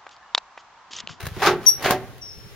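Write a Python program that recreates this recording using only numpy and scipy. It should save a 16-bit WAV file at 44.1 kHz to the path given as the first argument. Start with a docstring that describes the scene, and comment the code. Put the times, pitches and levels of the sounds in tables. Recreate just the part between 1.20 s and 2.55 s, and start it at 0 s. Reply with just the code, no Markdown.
"""Outdoors, close to an old truck, on a hand-held stereo microphone: the steel door is opened.
First the loose handle rattles, then the latch bolt groans and lets go with a clunk. The dry hinge gives a
shrill squeak, mostly on the left; the door scrapes and clunks again as it swings, and last a faint
squeal trails off. Panel and cab ring after each blow; soft low bumps and outdoor air lie underneath."""
import sys
import numpy as np
from scipy import signal
from scipy.fft import rfft, irfft, next_fast_len
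from scipy.io import wavfile
from scipy.ndimage import uniform_filter1d, minimum_filter1d, map_coordinates

SR = 44100
rng = np.random.default_rng(int(sys.argv[2]) if len(sys.argv) > 2 else 0)


def master(y):
    """Save y as 16-bit WAV."""
    cut = np.clip(np.atleast_2d(y).T, -1, 1)
    pcm = np.round(cut * 32767)  # scale
    wavfile.write(sys.argv[1], SR, pcm.astype(np.int16))


N = 59535

# blows as the latch lets go (time [s], clatter [dB], tilt [dB/octave], ring [dB], focus [Hz])
LATCH_BLOWS = [(.166, -37.5, -8, -39.5, 377), (.2195, -20.5, -1, -19.5, 780), (.2289, -24.5, 5, -16, 840),
               (.2593, -16.5, 4.5, -41, 1300), (.27, -14.5, 1, -15.5, 385), (.287, -25.5, 1, -17, 1320),
               (.3087, -34, -5, -24.5, 394)]
# jolts on the hinges (time [s], clatter [dB], tilt [dB/octave], ring [dB], focus [Hz])
SWING_BLOWS = [(.6432, -22.5, 4.5, -58, 1760), (.657, -27.5, 6.5, -29, 407), (.676, -28, -1.5, -24.5, 485),
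               (.7065, -27.5, 13.5, -23.5, 1080), (.7165, -25.5, -2, -17, 676)]
# the door ringing in its frame (frequency [Hz], level [dB], t60 [s])
SHUT_MODES = [(363.5, 0.5, 0.33), (404.6, 0, 0.28), (795.4, -1.5, 0.29), (851, -4, 0.15), (1148, -8, 0.073),
              (1284.4, -2.5, 0.15), (1565, -18, 0.19)]
# the free door panel (frequency [Hz], level [dB], t60 [s])
OPEN_MODES = [(120.2, 13, 1), (277, -1, 0.47), (377, 4.5, 0.32), (593.5, -1, 0.23), (750, 1.5, 0.16),
              (880, -18, 0.34), (1085, 0, 0.088), (1610, -26, 0.08), (1843, -13, 0.97)]
# clatter of struck steel (frequency [Hz], level [dB])
STEEL_SPECTRUM = [(40, -21), (130, -7), (240, -11), (500, -7), (850, -3.5), (1500, -1.5), (2300, -10.5),
                  (6500, -21), (9000, -31.5)]
# decay of that clatter (frequency [Hz], t60 [s])
STEEL_T60 = [(200, 0.67), (1000, 0.17), (3000, 0.19), (14000, 0.088)]
# metal rubbing on metal (start [s], end [s], level [dB], rise [s], release [s], tilt [dB/octave])
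SCRAPES = [(0, 0.05, -42.5, 0.00065, 0.51, 2), (0.113, 0.21, -34.5, 0.14, 0.023, 2.5),
           (0.192, 0.273, -20.5, 0.063, 0.19, 1.5), (0.401, 0.496, -39.5, 0.077, 0.16, 6),
           (0.56, 0.652, -28, 0.15, 0.038, 0), (0.642, 0.709, -21.5, 0.018, 0.18, 0)]
# colour of the rubbing (frequency [Hz], level [dB])
RUB_SPECTRUM = [(100, -15), (400, 4.5), (1600, 1.5), (2400, -1), (6000, -14), (10000, -20.5)]
# the hinge squeak (time [s], pitch [Hz], level [dB], left over right [dB])
SQUEAK_PATH = [(0.461, 5620, -52, 10), (.464, 5784, -19, 14), (0.473, 5756, -9, 10.5),
               (0.484, 5722, -7.5, 3), (0.495, 5655, -11, 9), (0.503, 5690, -22, 1), (.52, 5676, -24, -23),
               (0.534, 5625, -37, 22), (0.612, 5590, -77, 2)]
# hiss around the squeak (frequency [Hz], level [dB])
HISS_SPECTRUM = [(2000, -24), (4750, -5), (5700, 4), (8000, -29), (11400, -10), (16000, -24)]
# latch bolt and hinge sliding under load (start [s], end [s], first pitch [Hz], last [Hz], level [dB])
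GROANS = [(0.234, .284, 1095, 1315, -19.5), (0.454, 0.504, 981, 1020, -38.5)]
# dry clicks of handle and latch (time [s], level [dB], t60 [s])
CLICKS = [(0.0697, -36, 0.004), (0.2595, -34, 0.03), (0.6231, -29.5, 0.22), (0.7079, -6.5, 0.016),
          (.7105, -20.5, 0.1), (0.981, -38.5, 0.019)]
# colour of a click (frequency [Hz], level [dB])
CLICK_SPECTRUM = [(1500, 8.5), (7000, -2), (12000, -2.5)]
# the loose handle ticking (time [s], level [dB])
HANDLE_TICKS = [(.005, -33.5), (0.0143, -38.5), (.028, -35.5), (0.055, -31.5), (0.0673, -25.5),
                (0.086, -38)]
# the handle's ring (frequency [Hz], level [dB])
HANDLE_MODES = [(1280, -8.5), (1700, -5), (2750, -9), (3950, -8.5)]
# the two drifting tones of the squeal (time [s], low pitch [Hz], high pitch [Hz], level [dB])
SQUEAL_PATH = [(1.012, 5780, 5970, -57), (1.02, 5560, 5960, -38.5), (1.059, 5360, 5640, -39.5),
               (1.138, 5290, 5800, -45), (1.17, 5380, 5600, -49.5), (1.32, 5350, 5630, -59.5)]
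# decay of the cab and the yard (frequency [Hz], t60 [s])
CAB_T60 = [(1500, 0.75), (5500, 0.25)]
# soft bumps on the microphone (time [s], level [dB])
BUMPS = [(0.045, -31.5), (0.078, -34), (0.123, -36), (.17, -35.5), (0.572, -40.5), (0.662, -31),
         (1.186, -36), (1.263, -40.5)]
# colour of a bump (frequency [Hz], level [dB])
BUMP_SPECTRUM = [(25, -14.5), (110, -1.5), (170, -6), (260, -27), (800, -46)]
# outdoor air (frequency [Hz], level [dB])
AIR_SPECTRUM = [(25, -4.5), (120, 7), (220, -17.5), (400, -6), (700, -16.5), (1700, -15.5), (4000, -20),
                (9000, -27.5)]
# stereo image of door, cab and bumps (frequency [Hz], left-right correlation [-1 to 1])
CLOSE_IMAGE = [(60, 0.075), (140, 0.94), (1200, 1), (3100, 0.66), (7000, 0.065)]
# stereo image of air and hiss (frequency [Hz], left-right correlation [-1 to 1])
AIR_IMAGE = [(100, -0.62), (400, 0.73), (7000, -0.14)]
# the door's balance at the microphone (frequency [Hz], left over right [dB])
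DOOR_BALANCE = [(1400, -1), (4400, 3), (8100, 5), (15000, -2.5)]

DOOR_FREE_S = .5  # scrapes from here on sound through the free panel
ATTACK_S, FOCUS_DB_PER_OCTAVE = 0.00045, 15.5
BODY_DB, BODY_WIDTH_HZ = 4, 38
RATTLE_DB, RATTLE_PER_S, RATTLE_JITTER_HZ = 2, 60, 22
SLIP_DB, SLIPS_PER_S = 2.3, 260
OCTAVE_DB, HISS_DB = -7.5, -19.5
UNDERTONE_HZ, UNDERTONE_DB, UNDERTONE_FROM_S = 5490, -12, .488
SQUEAL_UPPER_DB, SQUEAL_PAN_DB, CHATTER_DB, CHATTER_PER_S = -5, 4.5, 2.5, 170
DOOR_WET_DB, SQUEAK_WET_DB, SQUEAL_WET_DB = -20, -10.5, -9
AIR_DB, BUMP_WIDTH_S, MIC_LAG_S = -44.5, .015, 5e-5
NOTCH_HZ, NOTCH_WIDTH_HZ, NOTCH_DB = 7850, 350, -15
LIMIT, LIMITER_HOLD_S, TOP_HZ = .97, .003, 15900


def door_body(blow_rows, scrape_rows, modes):
    """Blows and scrapes pass through the hollow door, which favours its modes."""
    def near_mode(hz):
        return np.max([np.exp(-((hz - mode[0]) / BODY_WIDTH_HZ) ** 2) for mode in modes], axis=0)
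    clatter, ring = blows(blow_rows, modes)
    return ring + filtered(clatter + scrapes(scrape_rows), lambda hz: amp(BODY_DB * near_mode(hz)))


def blows(rows, modes):
    """A blow sets off steel clatter and the modes near its focus, which waver as the panel rattles."""
    clatter, ring = np.zeros((2, N)), np.zeros((2, N))
    attack = 1 - np.exp(-clock() / ATTACK_S)
    for start, clatter_db, tilt, ring_db, focus_hz in rows:
        tones = np.zeros(N)
        for hz, db, t60 in modes:
            off_focus_db = FOCUS_DB_PER_OCTAVE * abs(np.log2(hz / focus_hz))
            level = amp(db - off_focus_db + RATTLE_DB * wobble(RATTLE_PER_S))
            tones += level * fade(t60) * np.sin(unsteady_phase(hz, RATTLE_JITTER_HZ))
        steel = fade_by_band(noise(STEEL_SPECTRUM, CLOSE_IMAGE, tilt), STEEL_T60)
        add(clatter, start, attack * amp(clatter_db) * steel)
        add(ring, start, attack * amp(ring_db) * tones)
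    return clatter, ring


def scrapes(rows):
    """Metal rubs on metal in uneven slips; each stroke swells, holds and lets go."""
    out, t = np.zeros((2, N)), clock()
    for start, end, db, rise, release, tilt in rows:
        stroke = np.clip((t - start) / rise, 0, 1) * amp(-60 * np.maximum(t - end, 0) / release)
        rub = noise(RUB_SPECTRUM, CLOSE_IMAGE, tilt) * amp(SLIP_DB * wobble(SLIPS_PER_S))
        out += amp(db) * stroke * unit_rms(rub)
    return out


def hinge_squeak():
    """The dry hinge sings a high note with its octave and a hiss; a lower tone joins and beats with it."""
    t = clock()
    times, *columns = np.transpose(SQUEAK_PATH)
    hz, db, side_db = (np.interp(t, times, column) for column in columns)
    level = amp(db) * (t > times[0]) * (t < times[-1])
    phase = unsteady_phase(hz, jitter_hz=20)
    joining = np.clip((t - UNDERTONE_FROM_S) / ATTACK_S, 0, 1)
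    undertone = amp(UNDERTONE_DB) * joining * np.sin(unsteady_phase(UNDERTONE_HZ, jitter_hz=40))
    flutter = amp(1.5 * np.array([wobble(110), wobble(110)]))  # each channel on its own
    tones = pan(side_db) * np.sin(phase) + undertone + amp(OCTAVE_DB) * np.sin(2 * phase)
    hiss = amp(HISS_DB) * noise(HISS_SPECTRUM, AIR_IMAGE)
    direct = level * (np.sqrt(2) * flutter * tones + hiss)
    return from_hinge_side(direct) + amp(SQUEAK_WET_DB) * cab_echo(direct)


def groans():
    """Sliding metal sings briefly, its pitch rising with the load."""
    out, t = np.zeros(N), clock()
    for start, end, first_hz, last_hz, db in GROANS:
        travel = np.clip((t - start) / (end - start), 0, 1)
        phase = unsteady_phase(first_hz + (last_hz - first_hz) * travel, jitter_hz=25)
        out += amp(db + SLIP_DB * wobble(SLIPS_PER_S)) * np.sin(np.pi * travel) * np.sin(phase)
    return out


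def latch_clicks():
    """Latch and handle parts meet in short bright contacts."""
    out, attack = np.zeros((2, N)), 1 - fade(t60=0.0031)
    for start, db, t60 in CLICKS:
        add(out, start, amp(db) * noise(CLICK_SPECTRUM, CLOSE_IMAGE) * fade(t60) * attack)
    return out


def handle_rattle():
    """Each tick snaps and rings the loose handle briefly."""
    out, t = np.zeros((2, N)), clock()
    for start, db in HANDLE_TICKS:
        ring = sum(amp(level) * np.sin(2 * np.pi * (hz * t + rng.random())) for hz, level in HANDLE_MODES)
        snap = noise(CLICK_SPECTRUM, CLOSE_IMAGE)
        add(out, start, amp(db) * (ring + snap) * fade(t60=0.039))
    return out


def hinge_squeal():
    """A weak, rough double tone, left of centre, chatters and breaks up as the door slows."""
    times, low_hz, high_hz, db = np.transpose(SQUEAL_PATH)
    t = clock()

    def tone(hz):
        chatter = amp(CHATTER_DB * wobble(CHATTER_PER_S))
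        return chatter * np.sin(unsteady_phase(np.interp(t, times, hz), jitter_hz=58))
    level = amp(np.interp(t, times, db, left=-120, right=-120))
    direct = pan(SQUEAL_PAN_DB) * level * unit_rms(tone(low_hz) + amp(SQUEAL_UPPER_DB) * tone(high_hz))
    return from_hinge_side(direct) + amp(SQUEAL_WET_DB) * cab_echo(direct)


def cab_echo(x):
    """The cab and the yard answer with a diffuse tail, the treble dying first."""
    wash = noise([(100, 0.007), (10000, 0)], CLOSE_IMAGE)  # all but white
    tail = fade_by_band(wash, CAB_T60) * (1 - fade(t60=0.027))
    return signal.fftconvolve(x, tail / np.linalg.norm(tail[0]), axes=1)[:, :N]


def microphone_bumps():
    """Soft low bumps on the hand-held microphone."""
    swell = sum(amp(db) * np.exp(-((clock() - time) / BUMP_WIDTH_S) ** 2) for time, db in BUMPS)
    return swell * noise(BUMP_SPECTRUM, CLOSE_IMAGE)


def outdoor_air():
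    """Quiet air around the truck, wavering by about a decibel."""
    return amp(AIR_DB + wobble(7.33)) * noise(AIR_SPECTRUM, AIR_IMAGE)


def from_hinge_side(x):
    """Sound from the hinge side reaches the right channel a little later."""
    return filtered(x, lambda hz: np.exp(2j * np.pi * hz * MIC_LAG_S * np.array([[.5], [-.5]])))


def unsteady_phase(hz, jitter_hz):
    """The phase of a rubbed or rattling tone whose pitch jitters."""
    return 2 * np.pi * np.cumsum(hz + jitter_hz * wobble(600)) / SR


def noise(spectrum, image, tilt=0):
    """Stereo noise of rms 1, tilted in dB per octave between 250 and 5000 Hz."""
    def mid_side_gains(hz):
        colour = amp(along(spectrum, hz) + tilt * np.log2(np.clip(hz, 250, 5000)))
        spread = np.arccos(np.clip(along(image, hz), -1, 1)) / 2
        return colour * [np.cos(spread), np.sin(spread)]
    mid, side = filtered(rng.standard_normal((2, N)), mid_side_gains)
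    return unit_rms(np.array([mid + side, mid - side]))


def fade_by_band(x, t60_points):
    """Each frequency of x dies at its own speed."""
    hz, t, bands = signal.stft(x, SR, nperseg=256)
    decay = amp(-60 * t / along(t60_points, hz)[:, None])
    return signal.istft(bands * decay, SR, nperseg=256)[1][:, :N]


def fade(t60):
    """A decay that loses 60 dB in t60 seconds."""
    return amp(-60 * clock() / t60)


def wobble(rate):
    """A smooth random curve, rate knots a second."""
    return map_coordinates(rng.standard_normal(int(N * rate / SR) + 4), [clock() * rate])


def filtered(x, response):
    """x through a frequency response."""
    size = next_fast_len(N + SR // 4)
    return irfft(rfft(x, size) * response(np.fft.rfftfreq(size, 1 / SR)), size)[..., :N]


def along(points, hz):
    """Interpolate (frequency [Hz], value) points on a log axis."""
    knots_hz, values = np.transpose(points)
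    return np.interp(np.log(hz + 1), np.log(knots_hz + 1), values)


def pan(db):
    """Left and right gains for a level difference."""
    return amp(db * np.array([[.5], [-.5]]))


def add(out, start_s, x):
    """Mix x into out from start_s on."""
    i = max(round(start_s * SR), 0)
    out[:, i:] += x[..., :N - i]


def amp(db):
    return 10 ** (np.asarray(db) / 20)


def unit_rms(x):
    return x / np.sqrt(np.mean(x ** 2) + 1e-20)


def clock():
    return np.arange(N) / SR


def scene():
    """At the microphone: the door unlatching and swinging, its echo, the hinge, then air and bumps."""
    shut = door_body(LATCH_BLOWS, [row for row in SCRAPES if row[0] < DOOR_FREE_S], SHUT_MODES)
    swinging = door_body(SWING_BLOWS, [row for row in SCRAPES if row[0] >= DOOR_FREE_S], OPEN_MODES)
    metal = shut + swinging + handle_rattle() + latch_clicks() + groans()
    door = filtered(metal, lambda hz: pan(along(DOOR_BALANCE, hz)))
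    echo = amp(DOOR_WET_DB) * cab_echo(door)
    return door + echo + hinge_squeak() + hinge_squeal() + outdoor_air() + microphone_bumps()


def record(dry):
    """The microphone has a narrow treble dip; a fast limiter holds the peaks, and the very top is cut."""
    coloured = filtered(dry, lambda hz: amp(NOTCH_DB * np.exp(-((hz - NOTCH_HZ) / NOTCH_WIDTH_HZ) ** 2)))
    hold = round(LIMITER_HOLD_S * SR)
    needed_gain = LIMIT / np.maximum(np.abs(coloured).max(axis=0), LIMIT)
    gain = uniform_filter1d(minimum_filter1d(needed_gain, 2 * hold), hold)
    return filtered(coloured * gain, lambda hz: hz < TOP_HZ)


dry = scene()
out = record(dry)
master(out)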